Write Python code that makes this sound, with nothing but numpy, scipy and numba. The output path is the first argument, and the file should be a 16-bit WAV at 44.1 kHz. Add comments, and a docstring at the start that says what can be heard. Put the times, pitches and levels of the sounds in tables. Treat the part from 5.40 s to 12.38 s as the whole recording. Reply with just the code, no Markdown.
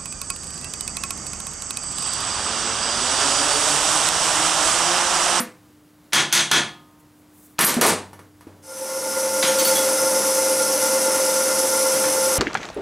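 """A light knock on a bench, then three hammer blows that seat a steel block in a milling vice.
The hammer clatters down on the bench; then loose metal clinks and the running mill fades in.
Blows are coloured noise with decaying modes; gear tones are fluttering sines over a rumble, and the
cutter is noise that swells once a turn and drives resonances. A fast limiter flattens every blow,
so the room rings up behind it."""
import sys
import numpy as np
from scipy import signal
from scipy.fft import rfft, irfft, next_fast_len
from scipy.io import wavfile
from scipy.ndimage import uniform_filter1d
from numba import njit

SR = 44100
rng = np.random.default_rng(int(sys.argv[2]) if len(sys.argv) > 2 else 0)


def generate_wav(sig):
    """Save sig (samples, or channels by samples) to the path in sys.argv[1] as 16-bit PCM at SR."""
    pcm = np.round(np.clip(np.atleast_2d(sig).T, -1, 1) * 32767).astype(np.int16)
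    wavfile.write(sys.argv[1], SR, pcm)


N = 307818
T = np.arange(N) / SR
TAIL = T[:int(1.5 * SR)]  # time axis of one hit

# Room air spectrum: (frequency [Hz], level [dB])
AIR_SPECTRUM = [(25, -25), (60, -1), (95, 3.5), (200, 2), (350, -4), (600, -8), (1200, -10.5),
                (2500, -18.5), (6000, -21.5), (11000, -21.5), (16000, -25)]
# Soft strokes of a hand along the tool: (middle [s], level [dB], length [s])
BRUSHES = [(1.603, -60, 0.052), (1.8, -66, .15), (2.035, -53.5, 0.34)]
# Room reverberation time before stretching: (frequency [Hz], T60 [s])
ROOM_T60 = [(100, 0.57), (260, 0.38), (700, 0.39), (1840, 0.32), (4850, 0.34), (12800, 0.15)]
# Side signal facing the bench: (frequency [Hz], side relative to mid [dB])
PORTS_WIDE = [(60, -19), (200, -22), (1300, -26), (4400, -26), (8000, -15.5), (15000, -60)]
# Side signal facing the cutter: (frequency [Hz], side relative to mid [dB])
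PORTS_CLOSE = [(60, -10), (380, -31), (700, -43), (3000, -94), (5500, -17.5), (9000, -14.5), (15000, -45)]
# Motor and gear tones: (frequency [Hz], level [dB], unsteady share [0-1], flutter rate [Hz])
GEAR_TONES = [(95, -36, .3, 5), (212.3, -22, .5, 10), (300.6, -19.5, .5, 10), (529.2, 0, .24, 34),
              (881, -11.3, .5, 22), (985.5, -19.5, .8, 25), (1085.5, -20.5, .8, 30), (1401, -11.8, .9, 42),
              (2060, -20, .92, 45)]
# Bearing rumble spectrum: (frequency [Hz], level [dB])
RUMBLE_SPECTRUM = [(30, -13), (70, -56), (120, -11.5), (200, -4), (310, 5), (450, 1.5), (520, 10.5),
                   (610, 7.5), (690, -3), (850, 4), (1100, -2), (1400, 1.5), (1600, -4), (2200, -6),
                   (4000, -17), (6000, -50)]
# Cutting hiss spectrum: (frequency [Hz], level [dB])
HISS_SPECTRUM = [(1500, -20), (3000, -11), (3900, -12), (4400, -8.5), (4980, -6.5), (5200, 1), (6100, 1.5),
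                 (6650, -2.5), (7600, -2.5), (9000, -.7), (10800, -.7), (12000, -5), (13500, -13),
                 (15800, -23)]
# Resonances of cutter and spindle: (frequency [Hz], level [dB])
CUTTER_MODES = [(5164, -2), (5238, 0), (5764, -3), (5923, 0), (6109, 2), (7903, -1), (8091, -2), (8823, -2),
                (8979, -2), (9259, -1), (10110, 0), (10541, -1), (11337, -3), (11682, -2), (12414, -5)]
# Loose metal by the mill: (time [s], clatter [dB], tilt [dB/octave], ring [dB], piece [name])
CLINKS = [(4.026, -19, -0.2, -29, "plate"), (4.078, -35, -1, -24, "washer"),
          (4.187, -24, 4.5, -27.5, "bar"), (4.195, -28, 10, -25, "nut"), (4.249, -28.5, -1.5, -22.5, "bar"),
          (4.274, -24, 9, -33, "pin"), (4.355, -25.5, 4, -27, "rod"), (6.53, -34, -4, -45, "guard"),
          (6.64, -29, -3.5, -35, "guard")]
# Modes of each loose piece of steel, by name: (frequency [Hz], level [dB], T60 [s])
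PIECE_MODES = {"plate": [(3950, 0, .3), (4960, -4, .25)], "washer": [(6600, 0, .2), (8780, -1, .12)],
               "nut": [(6245, 0, .15), (8600, -1, .15)], "bar": [(4480, 0, .28), (13620, 0, .3)],
               "pin": [(10387, 0, .4), (12667, -3, .4)], "rod": [(3378, 0, .35), (12667, -1, .4)],
               "guard": [(1500, -3, .1), (1760, 0, .1), (2320, -3, .1)]}
# Tools knocking on the bench: (time [s], force [dB], contact pitch [Hz], tilt [dB/octave],
# crack relative to wash [dB], board ring [dB], shaft ring [dB])
KNOCKS = [(0.002, -29, 1650, -.5, 5, -26, -27.5), (2.19, -4, 1510, -0.6, 9.5, -29, -26),
          (2.208, -9.5, 2500, 1.5, 0, -37, -9), (2.247, -11.5, 8550, 6, 10.5, -50, -6.5),
          (2.265, -17.5, 5300, 0.7, 0, -50, -16), (2.341, -27.5, 10000, -2, 7, -49.5, -37),
          (2.412, -7, 775, 0, -3.5, -24, -33), (2.465, -11.5, 664, 0.9, 2, -25, -23),
          (2.731, -42.5, 850, -3, 9, -75, -66), (2.792, -45.5, 1210, -4, 6, -75, -71.5),
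          (3.009, -49.5, 1100, -1.7, 6, -70, -72)]
# Knock spectrum without its contact resonance: (frequency [Hz], level [dB])
KNOCK_SPECTRUM = [(60, -37), (170, 1), (350, 2.5), (700, -3.5), (1600, -2), (3500, -8), (6000, -6.5),
                  (10000, -4), (13000, -12), (16000, -23)]
# Modes of the wooden bench: (frequency [Hz], level [dB], T60 [s])
BENCH_MODES = [(210, -4, .22), (238, 0, .2), (318, -17, .5), (503, -10, .38), (689, -13, .25),
               (915, -14, .18)]
# Modes of the hammer's steel shaft: (frequency [Hz], level [dB], T60 [s])
SHAFT_MODES = [(1106, -12, .12), (1301, -12, .12), (1673, -13, .12), (8300, -9, .04), (8750, -9, .04),
               (9420, -2, .11), (9620, -5, .09), (10020, -4, .1), (11100, -8, .05), (12430, -3, .13),
               (13950, -9, .12)]
# Modes of the hammer's head: (frequency [Hz], level [dB], T60 [s])
HEAD_MODES = [(940, -4, .25), (1168, -1, .27), (1460, -4, .22), (1766, -1, .22), (2223, -7, .22),
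              (2912, -6, .18), (3348, -10, .2), (4533, -11, .18)]
# Modes of other tools jingling on the bench: (frequency [Hz], level [dB], T60 [s])
JINGLE_MODES = [(5782, -5, .22), (6406, -8, .27), (8533, -6, .22), (9781, 0, .19), (10900, -7, .17),
                (11710, -5, .16), (12414, -2, .18)]
# Soft, dull bumps on the bench: (time [s], level [dB], pitch [Hz], T60 [s])
THUDS = [(2.367, -18.5, 241, .17), (3.069, -38.5, 316, .05)]
# Low booms of the bench top: (time [s], level [dB])
BOOMS = [(2.465, -37.5), (3.072, -46.5)]
# Hammer blows on the block: (time [s], force [dB], tilt [dB/octave], graze before it [dB],
# vice ring relative to force [dB])
BLOWS = [(0.732, -4.5, 0.5, -31.5, -9), (0.926, -2.5, 2.4, -34, -12.5), (1.114, -5.5, -0.15, -36, -6)]
# Spectrum of steel struck by steel: (frequency [Hz], level [dB])
BLOW_SPECTRUM = [(35, -68), (70, -27), (150, -12.5), (340, -7), (470, -13.5), (900, -8.5), (1450, -5.5),
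                 (2850, -7), (3400, -4), (3900, -8), (5500, -11), (6200, -4.5), (7200, -12), (10200, -13.5),
                 (13000, -24.5), (14200, -22.5), (16000, -39)]
# Modes of the vice and machine table: (frequency [Hz], level [dB], T60 [s])
VICE_MODES = [(149, -13, .65), (213, -13, .5), (343, -11, .5), (716, -18, .55), (926, -37, 1.6),
              (1022, -12, .4), (1061, -37, 1.4), (1238, -28, 1.1), (1421, -6, .35), (1451, -5, .35),
              (1616, -9, .3), (1728, -2, .36), (2232, -9, .33), (2590, -9, .36), (3203, -7, .3),
              (3311, -2, .38), (3365, -7, .35), (3440, -7, .3), (3567, -8, .3), (4090, -12, .33),
              (6178, -11, .3), (10100, -14, .3)]

AIR_DB, HUM_DB, HUM_HZ = -54.5, -53.0, 300.5
BUILD_CYCLES, RING_UP_CYCLES = 1, 0.23  # time constants of onset, in periods: room bands, modes
TURN_HZ, BITE_S = 9.21, 5.968  # spindle speed, and a moment when the swell peaks
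GEAR_TURN_HZ, GEAR_SLACK_S = 4.46, 6.287  # gear speed, and a moment when the whine dips
WHINE_DB, RUMBLE_DB, HISS_DB = -23.5, -5.5, -22.5  # rumble is relative to the whine
NOD_DB, SPINDLE_NOD_DB = 1.5, 0.48  # level swing, twice per gear turn and twice per spindle turn
REPEAT_SHARE = 0.76  # part of the flutter that comes back with every gear turn
FADE_START_S, FADE_S, FADE_CURVE = 3.222, 1.08, 0.79
LOAD_FROM_S, LOAD_RISE_S = 5.0, 1.0  # the cutter bites into the block
LOAD_SAG = .003  # fraction by which full load lowers the gear tones
SWELL_IDLE_DB, SWELL_LOAD_DB = 1, 0.3  # once-a-turn swell of the hiss, and what the load adds
CONTACT_DB, CONTACT_OCTAVES = 6.5, 0.89  # height and width of the resonance at the contact
HEAD_DB, JINGLE_DB = -10, -12.5  # relative to the force of the knock
THUD_ROOM_DB, THUD_ROOM_TILT_DB = -8.5, -4  # echo relative to the thud, and its dB per octave
BOOM_HZ, BOOM_T60 = 96, 1.54
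TOP_HZ = 15750


def undb(db):
    """Level to amplitude: 20 dB is a factor of ten."""
    return 10 ** (np.asarray(db) / 20)


def unit(x):
    """Power normalization: scale to rms 1."""
    return x / np.sqrt(np.mean(x ** 2))


def punch(x):
    """Onset normalization: scale a hit so that its first 20 ms have rms 1."""
    return x / np.sqrt(np.mean(x[:SR // 50] ** 2))


def decay(t, t60):
    """Exponential damping: the amplitude falls by 60 dB in one T60."""
    return np.exp(-np.log(1000) * t / t60)


def along(points, hz):
    """Logarithmic frequency scale: interpolate (Hz, value) points along it."""
    f, value = np.transpose(points)
    return np.interp(np.log(hz + 1), np.log(f), value)


def colour(x, points, tilt_db=0):
    """Linear filtering: multiply the spectrum by a curve, tilted in dB per octave about 3 kHz."""
    size = next_fast_len(len(x) + SR // 2)
    hz = np.fft.rfftfreq(size, 1 / SR)
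    gain_db = along(points, hz) + tilt_db * np.log2((hz + 100) / 3000)
    return irfft(rfft(x, size) * undb(gain_db), size)[:len(x)]


def band(x, lo_hz, hi_hz):
    """Causal band-pass: pass one range of frequencies without sounding ahead of the input."""
    edges = [lo_hz, min(hi_hz, SR / 2 - 100)]
    return signal.sosfilt(signal.butter(3, edges, "band", fs=SR, output="sos"), x)


def walk(rate):
    """Band-limited chance: random steps at a rate in Hz, smoothed twice and scaled to rms 1."""
    k = int(SR / rate)
    steps = np.repeat(rng.standard_normal(N // k + 1), k)
    return unit(uniform_filter1d(uniform_filter1d(steps, k), k)[:N])


def add(out, s, x):
    """Superposition: mix x in at time s."""
    i = max(int(s * SR), 0)
    out[i:i + len(x)] += x[:N - i]


def wash(stretch):
    """Diffuse reverberation: in dense ringing and echoes the bass builds late, the treble dies first."""
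    edges = np.geomspace(50, 20000, 9)
    noise = rng.standard_normal(len(TAIL))
    total = np.zeros(len(TAIL))
    for lo, hi in zip(edges, edges[1:]):
        hz = np.sqrt(lo * hi)
        build = 1 - np.exp(-TAIL * hz / BUILD_CYCLES)
        total += band(noise, lo, hi) * build * decay(TAIL, stretch * along(ROOM_T60, hz))
    return total


def impact(stretch, crack_db, crack_s):
    """Impulsive excitation: a brief broadband crack of contact joined to its wash."""
    crack = rng.standard_normal(len(TAIL)) * np.exp(-TAIL / crack_s)
    return wash(stretch) + undb(crack_db) * crack


def ring(modes, detune=0):
    """Modal superposition: modes swing up from rest and decay; level, sign and pitch vary by strike."""
    chance = rng.standard_normal((len(modes), 3))
    total = np.zeros(len(TAIL))
    for (hz, db, t60), (level, sign, shift) in zip(modes, chance):
        swing = np.sign(sign) * np.sin(2 * np.pi * hz * (1 + detune * shift) * TAIL)
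        rise = 1 - np.exp(-TAIL * hz / RING_UP_CYCLES)
        total += undb(db + level) * swing * rise * decay(TAIL, t60)
    return punch(total)


def shop():
    """Stationary noise and friction: room air, an electric hum and the soft brushing of a hand."""
    air = undb(AIR_DB) * unit(colour(rng.standard_normal(N), AIR_SPECTRUM)) * undb(.5 * walk(18.0))
    hum = undb(HUM_DB) * np.sin(2 * np.pi * HUM_HZ * T) * undb(0.55 * walk(6))
    stroke = np.zeros(N)
    for s, db, length in BRUSHES:
        add(stroke, s - length / 2, undb(db) * np.hanning(int(length * SR)))
    friction = unit(band(rng.standard_normal(N), 6800, 15700)) * undb(2 * walk(61.2))
    return air + hum + stroke * friction


def flutter(rate):
    """Periodic plus random modulation: tooth errors repeat each gear turn, tooth play is random."""
    k = np.arange(1, 17)  # harmonics of the gear turn
    errors = rng.standard_normal((len(k), 2)) @ [1, 1j]
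    errors = errors / (1 + (2 * k * GEAR_TURN_HZ / rate) ** 2)
    one_turn = irfft(np.append(0, errors), int(SR / GEAR_TURN_HZ))
    repeated = unit(np.resize(one_turn, N))
    return REPEAT_SHARE * repeated + np.sqrt(1 - REPEAT_SHARE ** 2) * walk(rate)


def gearbox(turn, load):
    """Modulated tooth-mesh tones: they flutter, nod with the shafts and sag under load, over rumble."""
    shaft_time = T + np.cumsum(0.000794 * walk(6) - LOAD_SAG * load) / SR
    tones = np.zeros(N)
    for hz, db, unsteady, flutter_hz in GEAR_TONES:
        # a steady phasor plus one whose amplitude and phase wander
        wander = (flutter(flutter_hz) + 1j * flutter(flutter_hz)) / np.sqrt(2)
        swing = np.sqrt(1 - unsteady ** 2) + unsteady * wander
        tones += undb(db) * np.sqrt(2) * np.real(swing * np.exp(2j * np.pi * hz * shaft_time))
    gear_turn = 2 * np.pi * GEAR_TURN_HZ * (T - GEAR_SLACK_S)
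    nod_db = -NOD_DB * np.cos(2 * gear_turn) + SPINDLE_NOD_DB * np.cos(2 * turn)
    nod = undb(nod_db + 0.98 * walk(55) + 0.3)
    rumble = unit(colour(rng.standard_normal(N), RUMBLE_SPECTRUM)) * undb(0.82 * walk(40))
    return tones * nod + undb(RUMBLE_DB) * rumble


def cutter(turn, load):
    """Forced vibration: fine rubbing grains swell once a turn and ring the cutter and the casting."""
    bite = (.5 + .5 * np.cos(turn + .35 * walk(5))) ** 2
    depth_db = SWELL_IDLE_DB + SWELL_LOAD_DB * load
    swell = undb(depth_db * bite + 1.5 * walk(500) + 0.32 * walk(25))
    rub, drive = rng.standard_normal((2, N)) * swell
    casting = signal.fftconvolve(drive, wash(stretch=0.59))[:N]
    hiss = unit(colour(unit(rub) + undb(1.5) * unit(casting), HISS_SPECTRUM))
    brief = TAIL[:SR // 5]
    modes = sum(undb(db) * np.sin(2 * np.pi * hz * brief) for hz, db in CUTTER_MODES)
    ringing = unit(signal.fftconvolve(drive, modes * decay(brief, 0.17))[:N])
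    return undb(-.5) * hiss + undb(-10) * ringing


def mill():
    """Common drive: gearbox and cutter share one turn; load lowers the gear tones and deepens the throb."""
    fade = np.clip((T - FADE_START_S) / FADE_S, 0, 1) ** FADE_CURVE
    load = np.clip((T - LOAD_FROM_S) / LOAD_RISE_S, 0, 1)
    turn = 2 * np.pi * TURN_HZ * (T - BITE_S)
    return fade * (undb(WHINE_DB) * gearbox(turn, load) + undb(HISS_DB) * cutter(turn, load))


def clinks():
    """Free vibration of small bodies: loose bits of steel clatter and ring at their own modes."""
    out = np.zeros(N)
    for s, db, tilt_db, ring_db, piece in CLINKS:
        noise = impact(stretch=1.67, crack_db=-18, crack_s=0.0054)
        clatter = punch(colour(noise, BLOW_SPECTRUM, tilt_db))
        add(out, s, undb(db) * clatter + undb(ring_db) * ring(PIECE_MODES[piece]))
    return out


def contact(hz):
    """Contact resonance: the knock spectrum with a broad peak at the pitch of its contact."""
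    f = np.geomspace(40, 18000, 60)
    peak_db = CONTACT_DB * np.exp(-(np.log2(f / hz) / CONTACT_OCTAVES) ** 2)
    return np.transpose([f, along(KNOCK_SPECTRUM, f) + peak_db])


def bench():
    """Coupled impact: a knock rings head, shaft and board, other tools jingle; thuds and booms follow."""
    out = np.zeros(N)
    for s, db, hz, tilt_db, crack_db, board_db, shaft_db in KNOCKS:
        noise = impact(stretch=1.007, crack_db=crack_db, crack_s=0.0034)
        knock = punch(colour(noise, contact(hz), tilt_db))
        head = undb(HEAD_DB) * ring(HEAD_MODES, detune=0.00382)
        jingle = undb(JINGLE_DB) * ring(JINGLE_MODES)
        board = undb(board_db) * ring(BENCH_MODES)
        shaft = undb(shaft_db) * ring(SHAFT_MODES, detune=.004)
        add(out, s, undb(db) * (knock + head + jingle) + board + shaft)
    # the head brushes the board just before it lands
    add(out, 2.184, undb(-30) * punch(band(wash(stretch=0.29), 700, 4000)))
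    for s, db, hz, t60 in THUDS:
        echo = punch(colour(wash(stretch=1.5), contact(2 * hz), THUD_ROOM_TILT_DB))
        add(out, s, undb(db) * (ring([(hz, 0, t60)]) + undb(THUD_ROOM_DB) * echo))
    for s, db in BOOMS:
        add(out, s, undb(db) * np.sin(2 * np.pi * BOOM_HZ * TAIL) * decay(TAIL, BOOM_T60))
    return out


def hammer():
    """Impact excitation of modes: each blow grazes the block, then lands and rings the vice."""
    out = np.zeros(N)
    for s, db, tilt_db, graze_db, ring_db in BLOWS:
        noise = impact(stretch=1., crack_db=2, crack_s=0.004)
        crash = punch(colour(noise, BLOW_SPECTRUM, tilt_db))
        add(out, s, undb(db) * (crash + undb(ring_db) * ring(VICE_MODES, detune=.0007)))
        graze = punch(band(wash(stretch=.3), 600, 5000))
        add(out, s - .009, undb(graze_db) * graze)
    return out


def ports(mid, offset):
    """Phase difference: a quadrature side signal sets two close ports slightly apart in phase."""
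    quadrature = np.imag(signal.hilbert(mid, next_fast_len(N)))[:N]
    side = colour(quadrature, offset)
    return np.array([mid + side, mid - side])


def scene():
    """Superposition of two fields: hammering from a step back, the running mill from close up."""
    far = ports(shop() + bench() + hammer(), PORTS_WIDE)
    near = ports(mill() + clinks(), PORTS_CLOSE)
    return far + near


@njit
def follow(x, attack, release):
    """Envelope detection: one-pole smoothing with unequal rise and fall."""
    out, e = np.empty(len(x)), 0.
    for i in range(len(x)):
        e += (x[i] - e) * (attack if x[i] > e else release)
        out[i] = e
    return out


def record(dry, ceiling_db=-7.0, attack_s=0.000094, release_s=0.028):
    """Gain reduction: a fast limiter holds the blows at one level; deep bass and the top are cut."""
    peak = np.abs(dry).max(axis=0)
    envelope = follow(peak, 1 / (1 + attack_s * SR), 1 / (1 + release_s * SR))
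    ahead = np.pad(envelope, (0, SR // 1000), mode="edge")[-N:]  # look 1 ms ahead
    limited = dry * np.minimum(1, undb(ceiling_db) / (ahead + 1e-9))
    thin = signal.sosfilt(signal.butter(1, 60, "high", fs=SR, output="sos"), limited)
    return signal.sosfilt(signal.ellip(10, .2, 80, TOP_HZ, fs=SR, output="sos"), thin)


dry = scene()
out = record(dry)
generate_wav(out)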